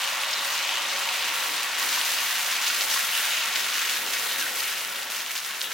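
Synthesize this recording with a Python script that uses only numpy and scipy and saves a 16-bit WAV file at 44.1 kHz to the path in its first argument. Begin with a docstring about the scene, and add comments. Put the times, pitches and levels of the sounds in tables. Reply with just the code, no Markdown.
"""A kitchen, with the microphone close to a hot flat pan on which a ladle spreads wet batter in circles.
Steam simmers under the thick batter and bursts out in countless tiny bubbles, each a short damped sine.
Where the ladle wipes the layer thin it crackles and fizzes, and blisters and tearing film snap as filtered clicks.
Larger bubbles pop as pressure spikes with a ringing cavity; a few pockets squeak as gliding narrow noise.
The ladle's rub and the stove's murmur are low filtered noise; the walls add a short tail."""
import sys
import numpy as np
from scipy import signal
from scipy.fft import rfft, irfft, next_fast_len
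from scipy.io import wavfile
from scipy.ndimage import map_coordinates

SR = 44100
rng = np.random.default_rng(int(sys.argv[2]) if len(sys.argv) > 2 else 0)


def store_pcm(level_fs):
    """Save levels as 16-bit WAV."""
    pcm = np.round(np.clip(level_fs, -1, 1) * 32767).astype(np.int16)
    wavfile.write(sys.argv[1], SR, np.atleast_2d(pcm).T)


N = 252693  # length in samples


def amp(db):
    """Decibels to gain."""
    return 10 ** (np.asarray(db) / 20)


def unit(x):
    """Scale to rms 1."""
    return x / np.sqrt(np.mean(x ** 2) + 1e-20)


def along(points, hz):
    """Read (Hz, value) points on a log axis."""
    f, v = np.transpose(points)
    return np.interp(np.log(hz + 1), np.log(f + 1), v)


def curves(rows):
    """One value per sample for each column after the time."""
    s, *cols = np.transpose(rows)
    return [np.interp(np.arange(N) / SR, s, c) for c in cols]


def wobble(rate):
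    """A smooth random curve, rate knots a second."""
    return map_coordinates(rng.standard_normal(4096), [np.arange(N) * rate / SR], mode="wrap")


def coloured(x, gain_db):
    """Causal (minimum-phase) filter whose gain in dB is a function of frequency."""
    size = 2 * next_fast_len(N // 2 + 8192)
    cepstrum = irfft(np.log(amp(gain_db(np.fft.rfftfreq(size, 1 / SR)))))
    # fold the cepstrum onto positive time, so that nothing sounds early
    cepstrum[1:size // 2] *= 2
    cepstrum[size // 2 + 1:] = 0
    response = np.exp(rfft(cepstrum))
    return irfft(rfft(x, size) * response)[..., :N]


def stereo(pair):
    """Middle and side sound reach the two microphone ports, whose likeness depends on pitch."""
    # Likeness of left and right. Each row: frequency in Hz, likeness from -1 (opposite) to 1 (same).
    likeness = [(30, -0.18), (120, 1), (260, 0.71), (520, 0.96), (3000, 0.96), (4500, 0.77), (6200, 0.61),
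                (8600, 0.17), (11300, 0.05), (13500, -0.057), (16000, -0.74)]
    size = next_fast_len(N + 8192)
    alike = along(likeness, np.fft.rfftfreq(size, 1 / SR))
    turn = np.arccos(np.clip(alike, -.98, .98)) / 2
    mid, side = irfft(rfft(pair, size) * [np.cos(turn), 1j * np.sin(turn)], size)[:, :N]
    return np.array([mid + side, mid - side])


def bubbles(spectrum, pitch_hz, cycles, spread_db, count, size):
    """A stereo cloud of rms 1: count bursting bubbles, each a few cycles of a damped sine."""
    start = rng.integers(0, N, count)
    bore, strength, place = rng.standard_normal((count, 3)).T
    bubble_hz = pitch_hz * 2 ** (.7 * bore)
    phase = bubble_hz[:, None].clip(0, .47 * SR) * np.arange(size) / SR  # in cycles
    rings = np.sin(2 * np.pi * phase) * np.exp(-phase / cycles)
    # strengths vary, up to the largest bubble that the film can hold
    strength_gain = amp(spread_db * np.minimum(strength, 2.7))
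    rings *= (strength_gain * rng.choice([-1, 1], count))[:, None]
    index = (start[:, None] + np.arange(size)).ravel()
    # each bubble sits left or right of the middle of the pan
    sides = (1, np.sign(place)[:, None])
    pair = np.array([np.bincount(index, (rings * w).ravel(), N)[:N] for w in sides])
    # undo the cloud's own spectrum, so that the wanted one remains
    f, power = signal.welch(pair[0], SR, nperseg=256, detrend=False)
    gain_db = lambda hz: along(spectrum, hz) - 10 * np.log10(np.interp(hz, f, power))
    return unit(stereo(coloured(pair, gain_db)))


def ticks(spectrum, spread_db, count):
    """Dry snaps in short trains, of nearly equal to moderately varied strength; rms 1."""
    snap_lag_s = .005  # mean delay of a snap after its train begins
    trains = rng.integers(0, N, count // 4)
    start = (rng.choice(trains, count) + SR * rng.exponential(snap_lag_s, count)).astype(int) % N
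    size = amp(spread_db * np.minimum(rng.exponential(1, count), 3))
    sides = (1, rng.choice([-1, 1], count))
    pair = np.array([np.bincount(start, size * w, N) for w in sides])
    return unit(stereo(coloured(pair, lambda hz: along(spectrum, hz))))


def spread_out():
    """Share of the batter that lies as a thin sheet."""
    # The heap flattens into a sheet. Each row: time in seconds, share spread out (held within 0-1).
    spreading = [(0, 0.15), (1.1, 0.11), (2, 0.42), (3.2, 0.63), (5.73, 1.02)]
    return curves(spreading)[0].clip(0, 1)


def simmer():
    """Dull, crowded bubbling beneath the thick batter; it fades as the heap is spread out."""
    # Spectrum under thick batter. Each row: frequency in Hz, relative level in dB per Hz.
    thick_spectrum = [(30, -53), (100, -37), (170, -37.5), (330, -16), (450, -20), (560, -6), (1050, 0.5),
                      (1400, -4), (2200, -17), (5000, -34.5)]
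    full_heap_db, sheet_loss = -37.5, 0.89  # level under the full heap; share of power lost in the sheet
    thick = np.sqrt(np.clip(1 - sheet_loss * spread_out(), 0, 1))
    cloud = bubbles(thick_spectrum, pitch_hz=977, cycles=3.0, spread_db=1, count=9000, size=300)
    return amp(full_heap_db) * thick * cloud


def flares():
    """Power of the crackle and of the fizz from the wiped patches: attack, hold, release."""
    # The ladle wipes a patch thin and it flares up.
    # Each row: start in seconds, length in seconds, crackle in dB, fizz in dB, both before the frying's mix.
    wipes = [(0.068, .015, -40, -44), (0.217, .012, -48, -42), (0.445, 0.015, -36, -42),
             (0.49, 0.056, -34.5, -47), (0.984, 0.021, -49, -39), (1.118, 0.045, -53, -39),
             (1.333, 0.025, -39, -38), (1.41, 0.033, -50, -44), (1.622, 0.02, -52, -37.5),
             (1.777, 0.11, -32, -39), (1.906, 0.045, -30.5, -40), (2.042, 0.19, -31.5, -45),
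             (2.38, 0.018, -40, -36), (2.46, .08, -33, -40), (2.611, 0.096, -29, -52),
             (2.728, 0.034, -31, -43), (2.804, .016, -32, -41), (2.893, 0.072, -29, -47),
             (3.108, 0.22, -43, -38), (3.549, 0.024, -30.5, -37), (3.724, 0.095, -32, -54),
             (3.885, 0.069, -31.5, -40), (4.095, 0.18, -34.5, -41), (4.38, 0.088, -37, -45),
             (4.552, 0.048, -33.5, -39), (4.772, 0.019, -41, -48), (5.1, 0.052, -35, -39),
             (5.202, .015, -37, -46), (5.303, .015, -46, -40), (5.348, 0.019, -31, -40),
             (5.45, .015, -39, -40), (5.619, 0.012, -35, -38)]
    attack_s, release_s = 0.0073, 0.053  # rises while the ladle scrapes, then dies away
    t = np.arange(N) / SR
    power = np.zeros((2, N))
    for s, length, crackle_db, fizz_db in wipes:
        attack = np.clip((t - s) / attack_s, 0, 1)
        release = np.exp(-np.maximum(t - s - length, 0) / release_s)
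        power += np.outer(amp([crackle_db, fizz_db]), attack * release) ** 2
    return power


def puffs(count):
    """Gain of steam that escapes in puffs, each starting at once and dying away; rms 1."""
    puff_share, puff_s = 0.32, 0.018  # share of the steam's power in puffs; decay time of a puff
    starts = np.bincount(rng.integers(0, N, count), rng.uniform(.3, 1, count), N)
    power = signal.lfilter([1], [1, -np.exp(-1 / (puff_s * SR))], starts)
    share = np.clip(puff_share, 0, 1)
    return np.sqrt(1 - share + share * power / power.mean())


def frying():
    """Bubbles break the surface: heap and sheet sizzle in different colours; crackle grows as batter spreads."""
    # Uneven frying: sizzle and fizz rise and dip from moment to moment, and the sizzle is weaker late.
    # Each row: time in seconds, sizzle in dB, fizz in dB, both before the mix below.
    uneven = [(0, -30, -40.5), (.3, -30, -45), (.45, -30.5, -40), (.7, -29.5, -46.5), (1.15, -29, -43.5),
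              (1.45, -30, -37), (1.72, -30, -45), (2.05, -29.5, -34.5), (2.5, -30, -37.5),
              (2.6, -29.5, -40), (2.78, -30, -36.5), (2.85, -31, -34.5), (3.0, -28.5, -34.5),
              (3.42, -28.5, -38), (3.52, -30.5, -40), (3.9, -29.5, -36.5), (4.03, -32.5, -38.5),
              (4.4, -32.5, -37), (4.52, -34, -39), (4.68, -31, -37), (4.83, -35, -40), (5.0, -34.5, -41),
              (5.08, -37, -44), (5.19, -34.5, -45), (5.26, -38.5, -43), (5.3, -35.5, -42),
              (5.41, -39.5, -44), (5.5, -35, -46), (5.58, -35.5, -43), (5.69, -38.5, -44.5),
              (5.72, -34, -42)]
    # Spectra of heap, sheet, thin film, steam, tearing film and blisters.
    # Each row: frequency in Hz, relative level in dB per Hz.
    heap_spectrum = [(40, -71), (200, -34), (800, -17), (1400, -7), (1900, -3), (2800, -4.5), (3800, -5.5),
                     (5000, -11.5), (8000, -15.5), (16000, -51)]
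    sheet_spectrum = [(40, -88), (200, -28), (850, -19.5), (1400, 2.5), (2000, 1.5), (2900, 2),
                      (3800, -0.5), (5000, -15.5), (8000, -23), (16000, -33)]
    thin_spectrum = [(40, -57), (300, -39.5), (1500, -3.5), (3000, -4), (4500, -2), (6600, -3.5),
                     (8300, -11.5), (12000, -15.5), (16000, -5)]
    steam_spectrum = [(1500, -29), (5000, -7), (8000, -1), (10000, 1), (13000, 1), (16000, 2.5)]
    snap_spectrum = [(40, -60), (200, -43), (700, -11.5), (1500, -1.5), (3000, 2.5), (6500, 4),
                     (9000, -5.5), (16000, -4)]
    blister_spectrum = [(40, -66), (200, -38), (800, -20), (1500, -6.5), (2300, -2), (2900, 2.5),
                        (4200, 1.5), (7000, -4.5), (10000, -8), (16000, -18)]
    wipe_sizzle_db = -24  # sizzle that a flare adds, against its crackle
    crackle_db, crackle_grows_db = -6, 4  # crackle against sizzle on the heap; its gain in the full sheet
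    surge_db, surges_per_s = 0.2, 26  # the level of the frying sways very slightly

    sizzle_db, fizz_db = curves(uneven)
    spread = spread_out()
    crackle_flare, fizz_flare = flares()
    sizzling = np.sqrt(amp(sizzle_db) ** 2 + amp(wipe_sizzle_db) ** 2 * crackle_flare)
    base_crackle = amp(sizzle_db + crackle_db + crackle_grows_db * spread)
    crackling = np.sqrt(base_crackle ** 2 + crackle_flare)
    fizzing = np.sqrt(amp(fizz_db) ** 2 + fizz_flare) * puffs(count=330)

    heap = bubbles(heap_spectrum, pitch_hz=2610, cycles=1.03, spread_db=1.5, count=18000, size=80)
    sheet = bubbles(sheet_spectrum, pitch_hz=2320, cycles=0.82, spread_db=2.0, count=20000, size=80)
    sizzle = amp(-1.5) * sizzling * (np.sqrt(1 - spread) * heap + np.sqrt(spread) * sheet)
    film = bubbles(thin_spectrum, pitch_hz=4900, cycles=0.47, spread_db=2.0, count=20000, size=36)
    crackle = crackling * film
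    # faint, longer ringing grains around 6 kHz within the crackle
    long_grains = bubbles(thin_spectrum, pitch_hz=5810, cycles=17, spread_db=3.0, count=2200, size=600)
    ringing = amp(-9.0) * crackling * long_grains
    steam = bubbles(steam_spectrum, pitch_hz=10600, cycles=0.56, spread_db=1.0, count=70000, size=20)
    fizz = amp(5.5) * fizzing * steam
    # the film tears loudest where the crackle is strong
    tearing = amp(-5.0) * crackling * ticks(snap_spectrum, spread_db=0.5, count=1300)
    # small blisters snap all over the batter, duller than the thin film
    blisters = amp(-7.5) * sizzling * ticks(blister_spectrum, spread_db=2.1, count=2200)
    surge = amp(surge_db * wobble(surges_per_s))
    return surge * (sizzle + crackle + ringing + fizz + tearing + blisters)


def rubbing():
    """The ladle's base makes a dull rub on the coated pan: filtered noise under uneven pressure."""
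    # Strength of the rub. Each row: time in seconds, level in dB before the sway.
    rub = [(0, -58.5), (1.2, -54.5), (2, -57), (3.6, -55.5), (3.9, -52.5), (4.2, -53), (4.65, -53),
           (5, -56.5), (5.4, -56), (5.73, -56)]
    # Spectrum of the rub. Each row: frequency in Hz, relative level in dB per Hz.
    drag_spectrum = [(40, -28), (150, -16.5), (290, -3), (420, 1.5), (580, 2), (900, -15.5), (2000, -44)]
    sway_db, sways_per_s = 2.6, 6.4  # the ladle's uneven pressure
    rub_db = curves(rub)[0] + sway_db * wobble(sways_per_s)
    noise = coloured(rng.standard_normal((2, N)), lambda hz: along(drag_spectrum, hz))
    return amp(rub_db) * unit(stereo(noise))


def stove():
    """The low, steady murmur of the stove: noise that is strongest below 1 kHz."""
    # Spectrum of the murmur. Each row: frequency in Hz, relative level in dB per Hz.
    murmur_spectrum = [(20, -7), (55, -20), (75, -11), (95, 2), (120, -14.5), (200, 8), (300, -1), (600, 3),
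                       (2000, -46)]
    noise = coloured(rng.standard_normal((2, N)), lambda hz: along(murmur_spectrum, hz))
    return amp(-65.0) * unit(stereo(noise))


def droplets(count):
    """Rows (delay s, size dB) of the spray from one pop: the droplets land one after another."""
    mean_gap_s = 0.0047
    delays = np.cumsum(mean_gap_s * rng.uniform(.3, 1.7, count))
    return zip(delays, rng.normal(0, 2, count))


def pops():
    """A large bubble tears with a sharp pressure spike and its cavity rings; flung droplets spit just after."""
    # The largest bubbles that burst. Each row: start in seconds, peak in dB before stereo and resonances,
    # brightness of the snap in Hz, cavity pitch in Hz, share of ring from 0 to 1.
    bursts = [(0.0355, -15, 3200, 2900, 0.8), (0.0762, -13.5, 5000.0, 2500.0, 0.9),
              (0.236, -12.9, 3200.0, 2000.0, 0.3), (0.2465, -15.5, 4000, 3300, 0.8),
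              (0.3318, -14, 4000, 3800, 0.6), (0.3376, -14.5, 4000.0, 5300.0, 1.0),
              (0.393, -15, 5000, 3500, 0.6), (0.6927, -12.2, 2500.0, 3300.0, 0.9),
              (0.712, -15, 3200, 2900, 0.6), (0.7567, -12.4, 3200.0, 2900.0, 0.15),
              (1.0898, -11.5, 3200.0, 2500.0, 0.5), (1.2258, -14.5, 4000, 2800, 0.5),
              (1.2368, -15.3, 2500.0, 3800.0, 0.7), (1.3845, -15.5, 4000, 2700, 0.5),
              (1.4263, -15.3, 2500.0, 1600.0, 0.5), (1.493, -14.5, 3200, 2200, 0.5),
              (1.6327, -9.9, 8000.0, 1600.0, 0.5), (1.829, -10.5, 4000.0, 4500.0, 0.3),
              (1.929, -9.6, 5000.0, 4500.0, 0.3), (1.9479, -12.4, 4000.0, 3300.0, 0.3),
              (2.0139, -7.7, 3200.0, 2900.0, 0.3), (2.1883, -10.6, 5000.0, 2000.0, 0.5),
              (2.3944, -12.0, 5000.0, 1600.0, 0.9), (2.5263, -12.2, 5000.0, 1600.0, 0.5),
              (2.6312, -10.1, 8000.0, 1600.0, 0.5), (2.6659, -9.5, 6500.0, 2900.0, 0.9),
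              (2.6717, -8.7, 6500.0, 2900.0, 0.9), (2.6764, -11.1, 4000.0, 3300.0, 0.3),
              (2.7003, -12.4, 5000.0, 2500.0, 0.9), (2.8106, -13.4, 4000.0, 4500.0, 0.7),
              (2.8194, -10.9, 6500.0, 3300.0, 0.9), (2.9017, -10.8, 5000.0, 3300.0, 0.3),
              (3.2542, -9.5, 8000.0, 1600.0, 0.9), (3.2712, -12.3, 3200.0, 2900.0, 0.3),
              (3.459, -8.2, 6500.0, 2000.0, 0.15), (3.5592, -11.9, 2500.0, 4500.0, 0.7),
              (3.565, -11.5, 4000.0, 1600.0, 0.15), (3.7015, -12.6, 5000.0, 3800.0, 0.15),
              (3.818, -11.1, 5000.0, 1600.0, 0.3), (4.0645, -12.0, 6500.0, 2900.0, 0.5),
              (4.1698, -14.8, 4000.0, 2000.0, 0.5), (4.3145, -14.0, 3200.0, 3800.0, 0.3),
              (4.3602, -14.6, 3200.0, 2000.0, 0.5), (4.4257, -10.9, 8000.0, 2900.0, 0.5),
              (4.8087, -13.2, 5000.0, 1600.0, 0.3), (4.8497, -12.1, 8000.0, 2000.0, 0.7),
              (4.9028, -16.0, 10000.0, 4500.0, 0.3), (4.9596, -18.1, 5000.0, 2900.0, 0.5),
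              (5.1012, -14.6, 5000.0, 2900.0, 0.15), (5.1201, -13.7, 6500.0, 2500.0, 0.5),
              (5.1483, -16.3, 5000.0, 2900.0, 0.5), (5.206, -16.3, 4000.0, 2500.0, 0.3),
              (5.2631, -15.3, 6500.0, 2900.0, 0.9), (5.2826, -18.6, 3200.0, 3300.0, 0.3),
              (5.3168, -14.6, 6500.0, 2900.0, 0.15), (5.3573, -17, 6500, 6000, 0.6),
              (5.362, -17, 4000, 3000, 0.9), (5.3659, -13.8, 4000.0, 2500.0, 0.3),
              (5.3789, -12.7, 10000.0, 3800.0, 0.7), (5.4481, -14.5, 8000.0, 2900.0, 0.7),
              (5.4621, -14.9, 10000.0, 2500.0, 0.9), (5.5093, -17.4, 4000.0, 2900.0, 0.5),
              (5.6093, -15.0, 8000.0, 3300.0, 0.5), (5.6146, -12, 5000, 4100, 0.9),
              (5.6167, -8, 4500, 3300, 0.3), (5.6427, -16.4, 3200.0, 3300.0, 0.7),
              (5.7177, -15.9, 5000.0, 2000.0, 0.7)]
    cavity_q, side = 3.2, .7  # sharpness of the cavity's ring; how far off centre the pops lie
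    droplet_db = -22  # spit of a landing droplet against its pop
    t = np.arange(SR // 100) / SR - .001  # the spike peaks at t = 0

    def spike(hz):
        """Pressure pulse with a dip on either side."""
        bell = (np.pi * hz * t) ** 2
        return (1 - 2 * bell) * np.exp(-bell)

    out = np.zeros((2, N + SR))
    for s, db, snap_hz, cavity_hz, ring in bursts:
        snap = spike(snap_hz)
        cavity = signal.lfilter(*signal.iirpeak(min(cavity_hz, SR / 4), cavity_q, fs=SR), snap)
        ring = np.clip(ring, 0, 1)
        pop = (1 - ring) * snap + ring * cavity / abs(cavity).max()
        sounds = [(s, db, pop / abs(pop).max())]
        sounds += [(s + lag, db + droplet_db + size, snap) for lag, size in droplets(count=3)]
        for at, level, wave in sounds:
            first = max(round((at + t[0]) * SR), 0)
            place = [1, side * rng.choice([-1, 1])]
            out[:, first:][:, :len(t)] += amp(level) * np.outer(place, wave)
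    return stereo(out[:, :N])


def squeaks():
    """Steam forced through a wet slit sputters at a gliding pitch: a narrow slit squeaks, a wide one hisses."""
    # Steam squeezing out of a pocket. Each row: start in seconds, length in seconds, start pitch in Hz,
    # end pitch in Hz, width in Hz (knots of noise per second), level in dB before stereo and resonances.
    pockets = [(0.325, 0.025, 5000, 5250, 700, -32), (.435, .07, 15200, 15250, 200, -43),
               (0.237, 0.25, 3960, 3880, 900, -36), (0.53, 0.37, 2655, 3290, 1298, -35.5),
               (1.045, 0.43, 2725, 2695, 700, -40.5), (1.04, .06, 1058, 950, 300, -41),
               (1.949, 0.077, 1078, 1017, 200.8, -36.5), (2.572, .03, 2620, 2430, 400, -36),
               (2.888, .08, 6030, 5700, 700, -36), (2.961, 0.092, 2005, 1250, 302, -37),
               (3.099, 0.12, 2860, 3050, 800, -34), (3.3, 0.16, 2960, 2970, 700, -38),
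               (4.22, 0.18, 4130, 3830, 800, -38), (4.403, 0.04, 1700, 1530, 110, -31),
               (4.432, .054, 1570, 1470, 130, -37), (4.45, .04, 1750, 2000, 300, -39),
               (4.706, .02, 1950, 2050, 300, -40), (5.63, 0.061, 3600, 3300, 1415, -36)]
    out = np.zeros((2, N))
    t = np.arange(N) / SR
    sputter = amp(1.7 * wobble(200))
    for s, length, start_hz, end_hz, width_hz, db in pockets:
        u = np.clip((t - s) / length, 0, 1)
        swell = np.sin(np.pi * u)
        phase = 2 * np.pi * np.cumsum(start_hz + (end_hz - start_hz) * u) / SR
        # two slow noises on a cosine and a sine make a band of noise around the pitch
        band = wobble(width_hz) * np.cos(phase) + wobble(width_hz) * np.sin(phase)
        jet = unit(swell * sputter * band) * np.sqrt(np.mean(swell ** 2))
        out += amp(db) * np.outer([1, rng.choice([-1, 1])], jet)
    return stereo(out)


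def kitchen(x, count=6):
    """The walls answer with a short tail whose treble dies first; it keeps changing as hand and ladle move."""
    # Decay of the room. Each row: frequency in Hz, time in seconds to fall by 60 dB.
    decay = [(200, 0.54), (2000, 0.2), (12000, 0.031)]
    out = np.zeros((2, N))
    for k in range(count):
        hz, t, z = signal.stft(rng.standard_normal((2, SR // 3)), SR, nperseg=256)
        fade = amp(-60 * t / along(decay, hz)[:, None])
        tail = signal.istft(z * fade, SR, nperseg=256)[1]
        tail = np.pad(tail, ((0, 0), (SR // 250, 0)))  # the walls answer 4 ms late
        # each tail takes its turn and blends into the next
        share = np.maximum(1 - abs(np.linspace(0, count - 1, N) - k), 0)
        out += signal.fftconvolve(x * np.sqrt(share), tail / np.linalg.norm(tail[0]), axes=1)[:, :N]
    return out


def nook(x):
    """Resonances of pan and nook shift in strength as the heap of batter becomes a sheet."""
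    # Resonances and hollows of the pan and the nook around it.
    # Each row: centre in Hz, width in Hz, gain in dB with the heap, gain in dB with the sheet.
    resonances = [(98, 10, -2, -3), (144, 19, 7, 9), (161, 14, -6, -6), (210, 70, 4.5, 4),
                  (298, 30, 3, 2.5), (323, 24, -2, -3.5), (548, 34, 5.5, 1), (585, 23, -7, -5),
                  (624, 30, 2, 1), (676, 41, -6.5, -0.5), (757, 43, 2, 2.5), (790, 45, -4, -2.5),
                  (913, 20, 4, 2.5), (1152, 60, 4, 3), (1230, 70, -2, -1.5), (1352, 47, 3, 3),
                  (1660, 27, -2, -.5), (1900, 97, 2, 2.5), (2225, 41, 2, 4), (2554, 49, 4.5, 1),
                  (2840, 180, 2.5, 1.5)]
    centre, width, heap_db, sheet_db = np.transpose(resonances)

    def under(gains_db):
        """Add up the bell-shaped gains in dB and filter with them."""
        bells = lambda hz: np.exp(-2 * np.minimum(((hz[:, None] - centre) / width) ** 2, 20))
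        return coloured(x, lambda hz: bells(hz) @ gains_db)

    spread = spread_out()
    return (1 - spread) * under(heap_db) + spread * under(sheet_db)


def scene():
    """Everything on the pan, with the room, coloured by the nook; the pan lies a little to the left."""
    pan = simmer() + frying() + rubbing() + pops() + squeaks()
    around_pan = pan + amp(-13) * kitchen(pan) + stove()
    return amp([[.25], [-.25]]) * nook(around_pan)


def record(dry):
    """The microphone's path keeps nothing from its band limit upward."""
    top_hz = 16000
    size = next_fast_len(N + 8192)
    return irfft(rfft(dry, size) * (np.fft.rfftfreq(size, 1 / SR) < top_hz), size)[:, :N]


dry = scene()
out = record(dry)
store_pcm(out)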